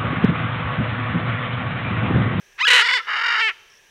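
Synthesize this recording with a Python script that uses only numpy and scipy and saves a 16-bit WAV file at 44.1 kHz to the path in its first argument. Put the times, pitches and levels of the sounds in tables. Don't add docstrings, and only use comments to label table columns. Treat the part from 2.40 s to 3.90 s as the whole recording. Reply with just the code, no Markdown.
import sys
import numpy as np
from scipy import signal
from scipy.fft import rfft, irfft
from scipy.io import wavfile
from scipy.ndimage import uniform_filter1d, map_coordinates

SR = 44100
rng = np.random.default_rng(int(sys.argv[2]) if len(sys.argv) > 2 else 0)


def to_wav(sig):
    pcm = np.clip(np.atleast_2d(sig), -1, 1) * 32767
    pcm = np.round(pcm).astype(np.int16)
    wavfile.write(sys.argv[1], SR, pcm.T)


N = 66150

# (frequency [Hz], relative level [dB])
GARDEN_COLOUR = [(15, -20), (25, 15), (69, -13), (99, -9), (246, -15.5), (281, -20), (349, -12), (399, -7),
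                 (482, -11), (782, -13), (945, -11.5), (1240, -12.5), (1490, -12), (1620, 0.5),
                 (2120, -9.5), (2560, -5.5), (3090, -10), (4870, -20), (5880, -7), (7100, -21.5),
                 (15500, -28)]
# (time [s], level [dB], notes [count])
TWITTER_RUNS = [(.598, -46.5, 4), (1.302, -48.5, 5)]
# (frequency [Hz], time to fade by 60 dB [s])
ECHO_FADE = [(300, 2.3), (1800, 0.51), (4000, 1.14), (10000, 0.49)]
# (time [s], pitch [Hz])
SQUEAL_MELODY = [(.18, 655), (.196, 668.6), (.203, 880), (.212, 988), (.224, 1060), (.227, 1256),
                 (.236, 1226), (.249, 1336), (.253, 1675), (.263, 1696), (.27, 1433), (.28, 1320)]
FIRST_MELODY = [(.277, 501.4), (.285, 467), (.305, 514.2), (.315, 477.8), (.326, 497.9), (.338, 475.2),
                (.347, 515.1), (.374, 452.5), (.387, 473.6), (.41, 411.9), (.432, 482.6), (.47, 462.4),
                (.5, 476), (.528, 494.2), (.563, 496.7), (.58, 418), (.592, 362.8), (.615, 339)]
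SECOND_MELODY = [(.67, 412.9), (.76, 416.8), (.79, 433.5), (.84, 464.2), (.915, 463.4), (.965, 429.7),
                 (.985, 430), (1.005, 449.8), (1.03, 446.7), (1.07, 438.8), (1.085, 414), (1.096, 367.5),
                 (1.118, 331.4)]
# (time [s], level [dB])
SQUEAL_LOUDNESS = [(.178, -49.5), (.19, -29), (.196, -29), (.215, -16.5), (.228, -20), (.252, -16),
                   (.266, -18.5), (.276, -16)]
FIRST_LOUDNESS = [(.277, -12.5), (.308, -10.5), (0.371, -11.5), (0.412, -14), (0.437, -21.5), (.47, -19),
                  (.53, -19.5), (.56, -18), (0.581, -21.5), (0.593, -24.5), (0.61, -32), (0.622, -55)]
SECOND_LOUDNESS = [(.62, -42.5), (.668, -40), (0.672, -30.5), (.681, -29.5), (.685, -24), (.72, -20.5),
                   (.79, -21.5), (.84, -19.5), (.91, -17.5), (.98, -20), (1.03, -18), (1.092, -19.5),
                   (1.112, -28.5), (1.124, -52)]
# (time [s], roughness [0-1])
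FIRST_ROUGHNESS = [(.28, 0.3), (.315, 0.25), (.35, 0.38), (.41, 0.53), (.435, 0.14), (.5, 0.21), (.55, 0),
                   (.58, 0.16), (.61, 0.54)]
SECOND_ROUGHNESS = [(.675, 0.5), (.69, 0.77), (.78, 0.657), (.84, 0.31), (.92, 0.29), (.96, 0.43),
                    (1.006, 0.12), (1.03, 0.039), (1.085, .035), (1.105, 0.56)]
# (time [s], strength [0-1], dip [dB], pitch lift [share])
VOICE_SLIPS = [(0.3, 1, 8, 0.049), (.327, 1, 1, 0.036), (0.381, .6, 0, 0.0458), (0.397, 0.9, -3, 0.029),
               (0.453, 0.68, -2.5, 0.1031), (.483, 0.92, 2.5, 0.095), (0.493, 0.8, -3, 0.13),
               (.514, 1, -3, 0.0808), (0.539, 0.32, -5.5, 0.1058), (0.688, 0.3, 0, 0.03),
               (.711, 0.4, 3, 0.055), (0.729, 0.4, 6.5, 0.051), (0.754, 0.3, 3.5, 0.03633),
               (.779, 0.5, 3, .04), (0.808, .8, 5, 0.044), (.832, 1, 7, 0.046), (.856, 1, 1, 0.079),
               (0.878, 0.92, 6.5, 0.0496), (0.9, 1, 4, 0.04), (.917, 0.9, 3, 0.027), (0.936, 1, 3.5, 0.049),
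               (0.955, 0.9, -1.5, 0.013), (0.974, 0.76, 1.5, 0.02), (.998, 0.3, -1.5, 0.0086),
               (1.015, 0.46, -1.5, 0.056)]
# (frequency [Hz], relative level [dB])
SQUEAL_COLOUR = [(290, -100), (500, -44.5), (976, -13), (1160, -9.5), (2500, -2), (2840, -10),
                 (3880, -13.5), (4540, -21), (6390, -31), (15000, -75)]
SCREAM_COLOUR = [(200, -47.5), (330, -53), (450, -17.5), (680, -23.5), (950, -12.5), (1400, -6), (1950, 2),
                 (2450, -5), (2950, 2.5), (3450, -12), (3950, -5.5), (4700, -20.5), (6500, -22),
                 (9000, -28), (15500, -52)]
CRY_COLOUR = [(200, -67), (330, -23), (470, -25.5), (700, -30.5), (960, -12), (1450, -9), (2080, 0),
              (2550, -16.5), (2950, -5.5), (3230, -21), (3480, -5.5), (3950, -22.5), (4500, -13.5),
              (5500, -21), (6000, -34.5), (7000, -32), (8700, -38), (11000, -51.5), (15500, -65)]
RASP_COLOUR = [(200, -50), (330, -40), (450, -25), (690, -21.5), (900, -9), (1350, 2), (1880, 2.5),
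               (2350, -2), (2560, -17.5), (2800, 1), (3100, -3), (3350, -25.5), (3750, -6), (4150, -24.5),
               (4650, -10), (5600, -20.5), (6000, -39), (6500, -25.5), (7700, -40.5), (10500, -49.5),
               (15500, -62)]
NASAL_COLOUR = [(200, -61), (330, -29.5), (440, -25.5), (680, -32.5), (885, -14.5), (1330, -8), (1770, 0.5),
                (2210, 1), (2650, -2), (3100, -4), (3540, -18), (4400, -21.5), (5300, -26), (6600, -39),
                (8000, -38.5), (10000, -54.5), (12000, -64), (15500, -56)]
# (frequency [Hz], width [Hz])
THROAT_RINGS = [(1400, 204), (2000, 670), (2850, 350), (4600, 230)]
# (time [s], pitch [Hz], level [dB], half length [s])
THROAT_PEEPS = [(.273, 2924, -9, 0.0031), (.426, 1412, -13.5, 0.0052), (.493, 2224, -12, 0.0044),
                (.539, 2310, -24, 0.0036), (.607, 1337, -26.5, 0.01), (1.11, 1364, -29.5, 0.0095)]


def amp(db):
    return 10 ** (np.asarray(db) / 20)


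def unit(x):
    return x / np.sqrt(np.mean(x ** 2) + 1e-20)


def even(x, size=220):
    power = uniform_filter1d(uniform_filter1d(x * x, size), size)
    return x / np.sqrt(np.abs(power) + 1e-14)


def along(points, hz):
    known_hz, values = np.transpose(points)
    return np.interp(np.log(hz + 1), np.log(known_hz + 1), values)


def curve(rows):
    return np.interp(np.arange(N) / SR, *np.transpose(rows))


def ramp(at_s, length_s):
    return np.clip((np.arange(N) / SR - at_s) / length_s + .5, 0, 1)


def envelope(rows, edge_s=0.0044):
    return amp(curve(rows)) * ramp(rows[0][0], edge_s) * (1 - ramp(rows[-1][0], edge_s))


def wobble(per_s):
    return map_coordinates(rng.standard_normal(N // 20), [np.arange(N) * per_s / SR])


def filtered(x, response):
    return irfft(rfft(x, 2 * N) * response(np.fft.rfftfreq(2 * N, 1 / SR)))[:N]


def lows(x, edge_hz, steepness):
    return filtered(x, lambda hz: 1 / (1 + (hz / edge_hz) ** steepness))


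def coloured(x, colour):
    gains = amp(along(colour, np.fft.rfftfreq(2 * N, 1 / SR)))
    cepstrum = irfft(np.log(gains))
    cepstrum[1:N] *= 2
    cepstrum[N + 1:] = 0
    return filtered(x, lambda hz: np.exp(rfft(cepstrum)))


def garden(level_db=-55, low_cut_hz=42):
    noise = coloured(rng.standard_normal(N), GARDEN_COLOUR)
    wash = filtered(noise, lambda hz: hz ** 2 / (hz ** 2 + low_cut_hz ** 2))
    return amp(level_db) * unit(wash)


def small_bird(pitch_hz=5570, fall_hz_per_s=70000, gap_s=.0178, half_length_s=.002):
    out = np.zeros(N)
    for start_s, db, count in TWITTER_RUNS:
        for k in range(count):
            t = np.arange(N) / SR - start_s - k * gap_s
            note = np.exp(-(t / half_length_s) ** 2)
            afternote = amp(-7) * np.exp(-((t - .0055) / half_length_s) ** 2)
            whistle = np.sin(2 * np.pi * t * (pitch_hz - fall_hz_per_s * t / 2))
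            out += amp(db) * (note + afternote) * whistle
    return out


def echo(x, bounces=8, level_db=-24):
    hz, t, noise = signal.stft(rng.standard_normal(SR), SR, nperseg=256)
    fade = amp(-60 * t / along(ECHO_FADE, hz)[:, None])
    tail = signal.istft(noise * fade, SR, nperseg=256)[1]
    delays = (rng.uniform(.006, .026, bounces) * SR).astype(int)
    shelter = np.bincount(delays, rng.choice([-1, 1], bounces), len(tail)) / np.sqrt(bounces)
    return signal.fftconvolve(x, amp(level_db) * (shelter + tail / np.linalg.norm(tail)))[:N]


def peeps():
    t = np.arange(N) / SR
    return sum(amp(db) * np.exp(-((t - s) / half_s) ** 2) * np.sin(2 * np.pi * hz * (t - s))
               for s, hz, db, half_s in THROAT_PEEPS)


def ringing(x):
    def hold_back(hz):
        rings = [centre ** 2 - hz ** 2 + 1j * hz * width for centre, width in THROAT_RINGS]
        return np.prod(np.conj(rings) / rings, axis=0)
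    return filtered(x, hold_back)


def voice_box(pitch, rough, jitter_s=.00013, scatter_db=6, hiss=1.96, reach=8):
    cycles = np.cumsum(pitch) / SR
    air = unit(rng.standard_normal(N) * (1 + np.cos(2 * np.pi * cycles)))
    puffs = lows(air, edge_hz=2720, steepness=5)
    at = np.interp(np.arange(1, int(cycles[-1])), cycles, np.arange(N))
    scatter = rough[at.astype(int)]
    time_slop, size_slop = rng.standard_normal((N // 10, 2))[:len(at)].T * scatter
    at = at + jitter_s * SR * time_slop * np.sqrt(scatter)
    nearby = at.astype(int)[:, None] + np.arange(1 - reach, reach + 1)
    offset = nearby - at[:, None]
    shapes = np.sinc(offset) * np.cos(np.pi * offset / (2 * reach)) ** 2
    sizes = amp(scatter_db * size_slop)[:, None]
    pulses = np.bincount(np.clip(nearby, 0, N - 1).ravel(), (sizes * shapes).ravel(), N)
    return ringing(unit(pulses) + hiss * rough * puffs)


def squeal():
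    rough = curve([(.185, .77), (.203, .086), (.262, .042), (.275, .32)])
    pulses = voice_box(curve(SQUEAL_MELODY), rough)
    return envelope(SQUEAL_LOUDNESS) * even(coloured(pulses, SQUEAL_COLOUR))


def slips(onset_s=.0062, catch_s=.0024, settle_s=.006):
    times, strengths, dips_db, lifts = np.transpose(VOICE_SLIPS)
    since = np.arange(N) / SR - times[:, None]
    quick = np.exp(-(since / np.where(since < 0, onset_s, catch_s)) ** 2)
    slow = np.exp(-(since / np.where(since < 0, onset_s, settle_s)) ** 2)
    return strengths @ quick, dips_db @ quick, lifts @ slow


def squawk(melody, roughness, loudness, early, late, change_s, bass_db, treble_db):
    slip, dip_db, lift = slips()
    rough = np.clip(curve(roughness) + .66 * slip ** 1.11, 0, 1)
    warble = .0251 * rough * wobble(per_s=130)
    pulses = voice_box(curve(melody) * (1 + lift + warble), rough)
    blend = ramp(change_s, length_s=.015)
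    voice = even((1 - blend) * even(coloured(pulses, early)) + blend * even(coloured(pulses, late)))
    bass = lows(voice, edge_hz=680, steepness=10)
    treble = voice - lows(voice, edge_hz=3500, steepness=10)
    dulling_db = np.minimum(curve(loudness) + 18.5, 0)
    bass_gain = amp(bass_db - 36 * slip)
    treble_gain = amp(treble_db - 4 * slip + dulling_db)
    voice = voice + bass * (bass_gain - 1) + treble * (treble_gain - 1)
    return voice * envelope(loudness) * amp(-dip_db)


def macaw():
    first = squawk(FIRST_MELODY, FIRST_ROUGHNESS, FIRST_LOUDNESS, SCREAM_COLOUR, CRY_COLOUR,
                   change_s=.419, bass_db=1.3, treble_db=2.1)
    second = squawk(SECOND_MELODY, SECOND_ROUGHNESS, SECOND_LOUDNESS, RASP_COLOUR, NASAL_COLOUR,
                    change_s=1.012, bass_db=5.5, treble_db=2.5)
    return squeal() + first + second + peeps()


def scene():
    calls = macaw()
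    return (calls + echo(calls) + small_bird() + garden())[None]


def record(dry, overload=.68, hardness=5, top_hz=15820):
    x = dry[0]
    rounded = x / (1 + np.abs(x / overload) ** hardness) ** (1 / hardness)
    grit = rounded - x
    gritty = x + grit - lows(grit, edge_hz=380, steepness=4)
    return filtered(gritty, lambda hz: hz < top_hz)[None]


dry = scene()
out = record(dry)
to_wav(out)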